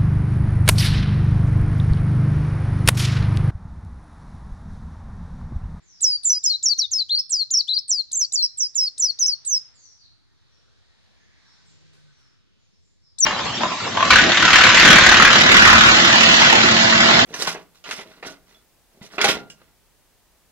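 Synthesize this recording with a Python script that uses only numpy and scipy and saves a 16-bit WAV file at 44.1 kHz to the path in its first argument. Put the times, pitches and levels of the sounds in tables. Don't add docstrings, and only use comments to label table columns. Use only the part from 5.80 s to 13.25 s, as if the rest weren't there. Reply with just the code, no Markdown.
import sys
import numpy as np
from scipy import signal
from scipy.fft import rfft, irfft
from scipy.io import wavfile
from scipy.ndimage import uniform_filter1d

SR = 44100
rng = np.random.default_rng(int(sys.argv[2]) if len(sys.argv) > 2 else 0)


def master(y):
    cut = np.clip(np.atleast_2d(y).T, -1, 1)
    pcm = np.round(cut * 32767)
    wavfile.write(sys.argv[1], SR, pcm.astype(np.int16))


def level_to_linear(level):
    exponent = np.asarray(level, float) / 20
    return 10 ** exponent


N = 328545
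T = np.arange(N) / SR

# f/Hz, level/dB
THROAT_RESPONSE = [(3000, -34), (3500, -10.5), (4000, -2.5), (4420, 1.5), (4780, -6), (5200, -0.02),
                   (5850, 5), (6350, -5), (6800, -3), (7250, 1.5), (7700, -5.5), (8100, -14.5), (9300, -25)]


def singer():
    # t/s, f/Hz
    song = [
        [(.211, 9410), (.216, 7920), (.232, 7200), (.245, 5670), (.252, 5790), (.258, 5330), (.308, 5016),
         (.321, 4660), (.368, 4640)],
        [(.432, 9170), (.458, 7160), (.486, 7170), (.495, 6040), (.505, 5910), (.529, 6030), (.54, 5050),
         (.571, 4890), (.588, 5040)],
        [(.637, 7780), (.646, 6860), (.659, 6550), (.664, 5650), (.67, 5200), (.695, 5040), (.702, 4440),
         (.74, 3940), (.759, 4120), (.766, 3900)],
        [(.832, 7820), (.838, 7180), (.852, 6700), (.864, 5710), (.88, 5170), (.885, 5860), (.895, 4740),
         (.917, 4560), (.94, 4040)],
        [(.982, 6480), (.99, 6140), (.994, 5600), (1.001, 5600), (1.006, 4590), (1.017, 4600), (1.021, 4150),
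         (1.047, 3720), (1.061, 3570)],
        [(1.114, 7780), (1.118, 6880), (1.127, 6380), (1.132, 6440), (1.141, 5200), (1.181, 5194),
         (1.186, 4570), (1.195, 4500), (1.2, 4630), (1.207, 4110), (1.233, 4030)],
        [(1.288, 2870), (1.298, 3490), (1.31, 3900), (1.335, 4200), (1.347, 4120), (1.355, 4640), (1.372, 4590),
         (1.383, 4165), (1.39, 5220), (1.402, 5415), (1.415, 4580)],
        [(1.493, 9170), (1.512, 7240), (1.517, 7800), (1.529, 5830), (1.538, 5900), (1.545, 5190), (1.58, 4760),
         (1.605, 4370), (1.637, 4090)],
        [(1.709, 6840), (1.714, 7270), (1.73, 6300), (1.736, 6470), (1.743, 5610), (1.768, 5120), (1.775, 5780),
         (1.784, 5380), (1.789, 5500), (1.795, 4610), (1.806, 4540), (1.818, 3790)],
        [(1.874, 2960), (1.889, 3605), (1.893, 3820), (1.929, 3898), (1.937, 4270), (1.945, 4755),
         (1.959, 4870), (1.978, 4085), (1.986, 5150), (1.991, 5400), (2.001, 5060)],
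        [(2.079, 9300), (2.098, 7340), (2.104, 7640), (2.116, 5770), (2.124, 6020), (2.132, 5226),
         (2.201, 4300), (2.217, 4020)],
        [(2.321, 9350), (2.331, 7300), (2.336, 6430), (2.35, 6170), (2.356, 6350), (2.36, 7760), (2.377, 7220),
         (2.4, 6400), (2.426, 5510), (2.457, 4280)],
        [(2.527, 8130), (2.535, 7650), (2.541, 6990), (2.549, 7260), (2.559, 5640), (2.567, 4820),
         (2.604, 4180), (2.623, 4130), (2.629, 5450), (2.642, 5490), (2.647, 5660), (2.653, 4970), (2.67, 4910)],
        [(2.772, 8240), (2.792, 7180), (2.798, 6880), (2.81, 5570), (2.815, 6300), (2.82, 6190), (2.828, 5570),
         (2.846, 5130), (2.864, 4850), (2.871, 4970), (2.876, 5440)],
        [(2.951, 7900), (2.955, 6960), (2.973, 7060), (2.978, 6020), (2.999, 5430), (3.023, 5030),
         (3.036, 5470), (3.048, 4900), (3.056, 5050), (3.06, 4910), (3.088, 4200)],
        [(3.184, 8630), (3.194, 8200), (3.203, 7050), (3.212, 7020), (3.226, 5640), (3.233, 5990),
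         (3.247, 5850), (3.256, 5120), (3.265, 5220), (3.274, 4890), (3.315, 4145)],
        [(3.394, 7270), (3.401, 6190), (3.427, 5830), (3.434, 5270), (3.46, 5240), (3.467, 6410), (3.482, 6050),
         (3.489, 5360), (3.515, 4735), (3.546, 4240)],
        [(3.654, 9350), (3.664, 7810), (3.673, 7730), (3.678, 7030), (3.689, 6590), (3.758, 5375),
         (3.774, 5100), (3.786, 4900)],
        [(7.39, 8550), (7.399, 7950), (7.414, 6530), (7.425, 5940), (7.449, 5663)],
    ]
    # effort/dB, brightness/(dB per kHz), shift of the response/%,
    # level of the opening flick relative to the effort/dB (None: no flick)
    efforts = [(-18, 0.15, .5, -18.5), (-19.5, 1.5, -0.37, None), (-17.5, 1, -1.5, -17),
               (-17.5, -0.6, -3, -11.5), (-18.5, 0.1, 0, -17.5), (-19.5, -0.27, -1.5, -22.5),
               (-22, -3.05, .5, None), (-19.5, 0.54, 1.5, None), (-18.5, -.5, .5, -12.5),
               (-24, -5.3, -1.5, None), (-20, 1.54, 1.5, None), (-19.5, 0.1, .5, -10.5),
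               (-19.5, 0.4, .5, -6), (-21.5, -1.7, -2, None), (-19.5, 0.1, .5, -20.5), (-20, 1.74, .5, -11),
               (-19, 1.4, 1.8, -7.5), (-21, 1.4, -.5, -13), (-16.5, 0.4, .5, -11)]
    # left lags right by/microseconds, left minus right/dB
    head = [(-132.0, -2), (40.5, 1.6), (58, -0.7), (-2.5, 1), (3, 1), (13.5, 0), (49, -4.5), (14, 0.5),
            (0.5, 0.5), (27, 0.5), (4.5, 2), (36, 0.85), (-116.0, -1.2), (74, -2), (242, -4), (20.5, 1),
            (-142.0, -0.5), (63, -3), (-196.0, 8.5)]
    # f/Hz, left minus right/dB, left leads by/radians
    mics = [(3500, 9, 0.43), (4100, 4, 0.16), (4500, 10.5, -0.8), (4800, -2.3, 0.28), (5200, 6, -0.19),
            (5600, -3.5, 0.1), (5993, -2, 0.4), (6300, -2.2, 2.1), (6550, 4, -1.5), (7200, -4, 0.7),
            (7200, -16, 2), (7600, -0.5, 1.5), (8200, -1.5, -0.47)]
    # pitch f/Hz, level of the half-pitch line before roughening/dB
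    half_pitch = [(4000, -59), (5000, -57), (6000, -58), (7300, -47), (8200, -24), (8900, -4)]

    near, out = np.zeros((2, N)), np.zeros(N)
    flutter_db = walk(200)
    waver = 1 + .007 * walk(400)
    rough = rasp(450)
    breath = rasp(2600) * np.sin(2 * np.pi * 6000 * T)
    patchy = level_to_linear(3 * walk(40) - 2)
    mic_hz, mic_db, mic_lead = np.transpose(mics)
    half_hz, half_db = np.transpose(half_pitch)

    for curve, effort, (lag_us, side_db) in zip(song, efforts, head):
        span, hz, db = contour(curve, *effort)
        age = T[span] - T[span.start]
        hz = hz * waver[span]
        fade_in = np.clip(age / .002, 0, 1)
        fade_out = np.clip((curve[-1][0] + .004 - T[span]) / .004, 0, 1)
        size = np.sqrt(2) * level_to_linear(db + flutter_db[span]) * fade_out * fade_in
        phase = 2 * np.pi * np.cumsum(hz) / SR

        half = level_to_linear(np.interp(hz, half_hz, half_db)) * patchy[span]
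        octave = (level_to_linear(-37) + level_to_linear(-17) * np.exp(-age / 0.005)) * beak(2, hz)
        third = level_to_linear(-53) * beak(3, hz) * (hz > 3900)
        puff = level_to_linear(-44.0) * age / .004 * np.exp(-age / 0.006)

        lead = uniform_filter1d(np.interp(hz, mic_hz, mic_lead), size=88) - 2 * np.pi * hz * lag_us * 1e-6
        pan_db = uniform_filter1d(np.interp(hz, mic_hz, mic_db), size=88) + side_db
        for ch, sign in enumerate((.5, -.5)):
            p = phase + sign * lead
            upper = octave * np.sin(2 * p) + level_to_linear(-57) * np.sin(3 * p / 2) + third * np.sin(3 * p)
            partials = half * np.sin(p / 2) + upper
            voice = np.sin(p) + partials * (.7 + .8 * rough[ch, span])
            pan = np.sqrt(2 / (1 + level_to_linear(-4 * sign * pan_db)))
            near[ch, span] += size * voice * pan + puff * breath[ch, span]
        out[span] += size * voice + puff * breath[0, span]

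    second = second_voice()
    return near + second, out + second


def contour(curve, effort_db, bright_db, shift, flick_db):
    # t/s, length/s, depth/Hz
    trills = [(1.308, 0.023, 301.8), (1.892, 0.028, 326.6)]
    trill_per_s = 110
    flick_hz, flick_hold_s, flick_rise_s, flick_swell_db = 3900, .003, .0045, -16
    attack_db, attack_s, settle_s = -0.5, 0.022, .004
    release_db, release_s = -18.5, .006
    middle_hz = 5500

    s, hz = np.transpose(curve)
    top = s[0]
    if flick_db is not None:
        s = np.r_[top - flick_rise_s - flick_hold_s, top - flick_rise_s, s]
        hz = np.r_[.92 * flick_hz, flick_hz, hz]
    span = slice(int(s[0] * SR), min(int((s[-1] + .004) * SR), N))
    t = T[span]
    hz = np.interp(t, s, hz)
    for start, length, depth_hz in trills:
        slide = 1 - (t - start) * trill_per_s % 1
        hz = hz + depth_hz * slide * (t > start) * (t < start + length)
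    hz = uniform_filter1d(hz, size=44)

    db = np.interp(hz * (1 + shift / 100), *np.transpose(THROAT_RESPONSE))
    db = db + bright_db * (hz - middle_hz) / 1000
    if flick_db is None:
        db = db + attack_db * np.clip(1 - (t - top) / attack_s, 0, 1)
    else:
        settled = np.clip((t - top) / settle_s, 0, 1)
        before_top = np.clip((top - .001 - t) / (flick_rise_s + flick_hold_s), 0, 1)
        db = settled * db + (1 - settled) * (flick_db + flick_swell_db * before_top)
    if span.stop < N:
        db = db + release_db * np.clip(1 - (s[-1] - t) / release_s, 0, 2)
    return span, hz, effort_db + uniform_filter1d(db, size=66)


def beak(order, hz):
    # f/Hz, level/dB
    treble = [(6500, -9), (8000, -5.5), (8900, 1), (9700, -4.5), (10500, 3.5), (11400, .5), (12600, 4),
              (13300, 0), (15000, -7)]
    beak_db = np.interp(order * hz, *np.transpose(treble))
    return level_to_linear(beak_db - 0.76 * np.interp(hz, *np.transpose(THROAT_RESPONSE)))


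def second_voice():
    # t/s, length/s, from f/Hz, to f/Hz, level at its middle/dB
    low_whistles = [(0.64, 0.024, 5737, 5200, -26)]
    out = np.zeros(N)
    for s, length, from_hz, to_hz, db in low_whistles:
        u = np.clip((T - s) / length, 0, 1)
        hz = (from_hz + (to_hz - from_hz) * u) * (1 + 0.022 * walk(300))
        swell = np.abs(np.sin(np.pi * u)) ** .5
        out = out + np.sqrt(2) * level_to_linear(db) * swell * np.sin(2 * np.pi * np.cumsum(hz) / SR)
    return out


def rustles():
    # t/s, fading time constant/s, gain at the start/dB
    bursts = [(6.133, 0.08, -57), (6.385, .06, -64)]
    broad = signal.butter(2, [500, 6500], "band", fs=SR, output="sos")
    noise = signal.sosfilt(broad, rng.standard_normal((2, N)))
    level = 0
    for s, fade_s, db in bursts:
        level = level + level_to_linear(db) * (T > s) * np.exp(-np.abs(T - s) / fade_s)
    return noise * level


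def far_birds():
    # t/s, length/s, from f/Hz, to f/Hz, peak level before blur and echoes/dB
    far_calls = [(0.015, 0.21, 7600, 4800, -53), (3.928, 0.16, 4600, 4480, -59),
                 (3.935, 0.2, 7640, 5474, -51.5), (4.175, 0.091, 5150, 4100, -51),
                 (4.696, 0.084, 5960, 5400, -65), (5.353, 0.12, 6830, 6300, -72),
                 (5.644, 0.11, 5720, 5200, -62), (5.847, 0.07, 8200, 6840, -60),
                 (6.297, 0.22, 6160, 5200, -66), (6.774, 0.094, 7200, 6500, -72),
                 (6.91, 0.063, 5430, 5200, -67), (7.009, 0.1, 7660, 6950, -68.5),
                 (7.213, 0.094, 5560, 4940, -59)]
    out = np.zeros(N)
    for s, length, from_hz, to_hz, db in far_calls:
        u = np.arange(int(length * SR)) / (length * SR)
        hz = to_hz + (from_hz - to_hz) * (1 - u) ** 1.9
        swell = np.sqrt(np.sin(np.pi * u))
        i = int(s * SR)
        out[i:i + len(u)] += level_to_linear(db) * swell * np.sin(2 * np.pi * np.cumsum(hz) / SR)
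    return echoes(out * (.5 + rasp(200)[0]), 0.62, 0, 8200)


def vehicle():
    # t/s, whine f/Hz, whine level/dB, engine f/Hz, engine level/dB
    passing = [(4.5, 1828, -85, 202.5, -115), (5.0, 1808, -83, 203.6, -79), (5.448, 1758, -71, 200, -69),
               (5.697, 1623, -74, 195, -73), (5.95, 1558, -82, 153.4, -55.5),
               (6.25, 1534, -75.5, 149.4, -53.5), (6.501, 1567, -95, 122.2, -69),
               (6.7, 1533, -94.5, 121.4, -85)]
    s, *columns = np.transpose(passing)
    whine_hz, whine_db, engine_hz, engine_db = (np.interp(T, s, c) for c in columns)
    whine_phase = 2 * np.pi * np.cumsum(whine_hz * (1 + 0.0098 * walk(11))) / SR
    whine_size = level_to_linear(whine_db + 1.9 * walk(40)) * (0.93 + 1.5 * rasp(45)[0])
    whine = whine_size * np.sin(whine_phase)
    engine = level_to_linear(engine_db + 2 * walk(18)) * np.sin(2 * np.pi * np.cumsum(engine_hz) / SR)
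    heard = (whine + engine) * (T > s[0]) * (T < s[-1])
    return from_street(heard, 0, 1)


def town():
    # f/Hz, level per Hz/dB
    quiet_colour = [(20, -30), (32, -15.5), (50, 0.5), (85, 6.5), (186, -7.5), (300, -15), (600, -25),
                    (1000, -27), (1800, -25.5), (2800, -28.5), (4000, -24), (5500, -27), (8000, -36),
                    (13000, -52)]
    # t/s, level/dB
    road = [(0, 9.5), (1, -1), (2.2, 0.9), (3, 7), (3.7, 11), (4.1, 6.5), (4.45, 3.5), (4.9, 9), (5.4, 12),
            (5.8, 12.5), (6.15, 12), (6.45, 10.5), (6.65, 4.5), (7.45, 2)]
    f = np.maximum(np.fft.rfftfreq(N, 1 / SR), 1)
    colour_hz, colour_db = np.transpose(quiet_colour)
    colour = level_to_linear(np.interp(np.log(f), np.log(colour_hz), colour_db))
    colour /= np.sqrt(np.mean(colour ** 2))
    pair = rfft(rng.standard_normal((2, N))) * colour
    road_db = np.interp(T, *np.transpose(road))
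    out = 0
    for hz in 22 * 2 ** np.arange(0, 10, .5):
        band = np.cos(np.pi / 2 * np.clip(2 * np.log2(f / hz), -1, 1)) ** 2
        x, y = irfft(pair * band, N)
        swell = np.clip(np.log2(hz / 60) / 4, 0, 1) * np.clip(np.log2(16000 / hz) / 1.7, 0, 1)
        likeness = np.clip(.25 + 0.75 / (1 + (hz / 900) ** 2), 0, 1)
        out = out + level_to_linear(swell * road_db + 2 * walk(5)) * from_street(x, y, likeness)
    return level_to_linear(-62) * out


def from_street(x, y, likeness):
    lag_s = 16 / SR
    late = np.interp(T - lag_s, T, x)
    return np.array([late, -likeness * x + np.sqrt(1 - likeness ** 2) * y])


def echoes(x, t60_s, gap_s, damp_hz):
    t = np.arange(int(SR * t60_s)) / SR
    noise = rng.standard_normal((2, SR))[:, :len(t)] * (t > gap_s)
    dull = signal.sosfiltfilt(signal.butter(2, damp_hz, fs=SR, output="sos"), noise)
    tail = dull * level_to_linear(-60 * t / t60_s) + (noise - dull) * level_to_linear(-120 * t / t60_s)
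    tail /= np.sqrt(np.sum(tail ** 2, axis=1, keepdims=True))
    return signal.fftconvolve(x[None], tail, axes=1)[:, :N]


def walk(rate):
    k = int(SR / rate)
    held = np.repeat(rng.standard_normal(N // k + 1), k)
    return 1.6 * uniform_filter1d(uniform_filter1d(held, k), k)[:N]


def rasp(width_hz):
    x = signal.sosfilt(signal.butter(2, width_hz, fs=SR, output="sos"), rng.standard_normal((2, N)))
    return x / np.std(x)


def scene():
    near, out = singer()
    cage = level_to_linear(-17.5) * echoes(out, 0.071, 0.0067, 9038)
    yard = level_to_linear(-24) * echoes(out * (.8 + rasp(110)[0]), .42, .015, 6300)
    return near + cage + yard + rustles() + far_birds() + vehicle() + town()


def band_limit(x):
    return signal.sosfilt(signal.butter(12, 14130, fs=SR, output="sos"), x)


def record(dry):
    high = signal.sosfilt(signal.butter(4, 5400, "high", fs=SR, output="sos"), dry)
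    deep, broad = rasp(90), rasp(820)
    high_level = np.sqrt(uniform_filter1d(high ** 2, size=1300))
    level_noise = high_level * (level_to_linear(-44.5) * deep + level_to_linear(-53) * broad)
    top_cut = signal.ellip(8, .2, 60, 13250, fs=SR, output="sos")
    mix = signal.sosfilt(top_cut, dry + level_noise - 1e-4)
    return band_limit(mix)


dry = scene()
out = record(dry)
master(out)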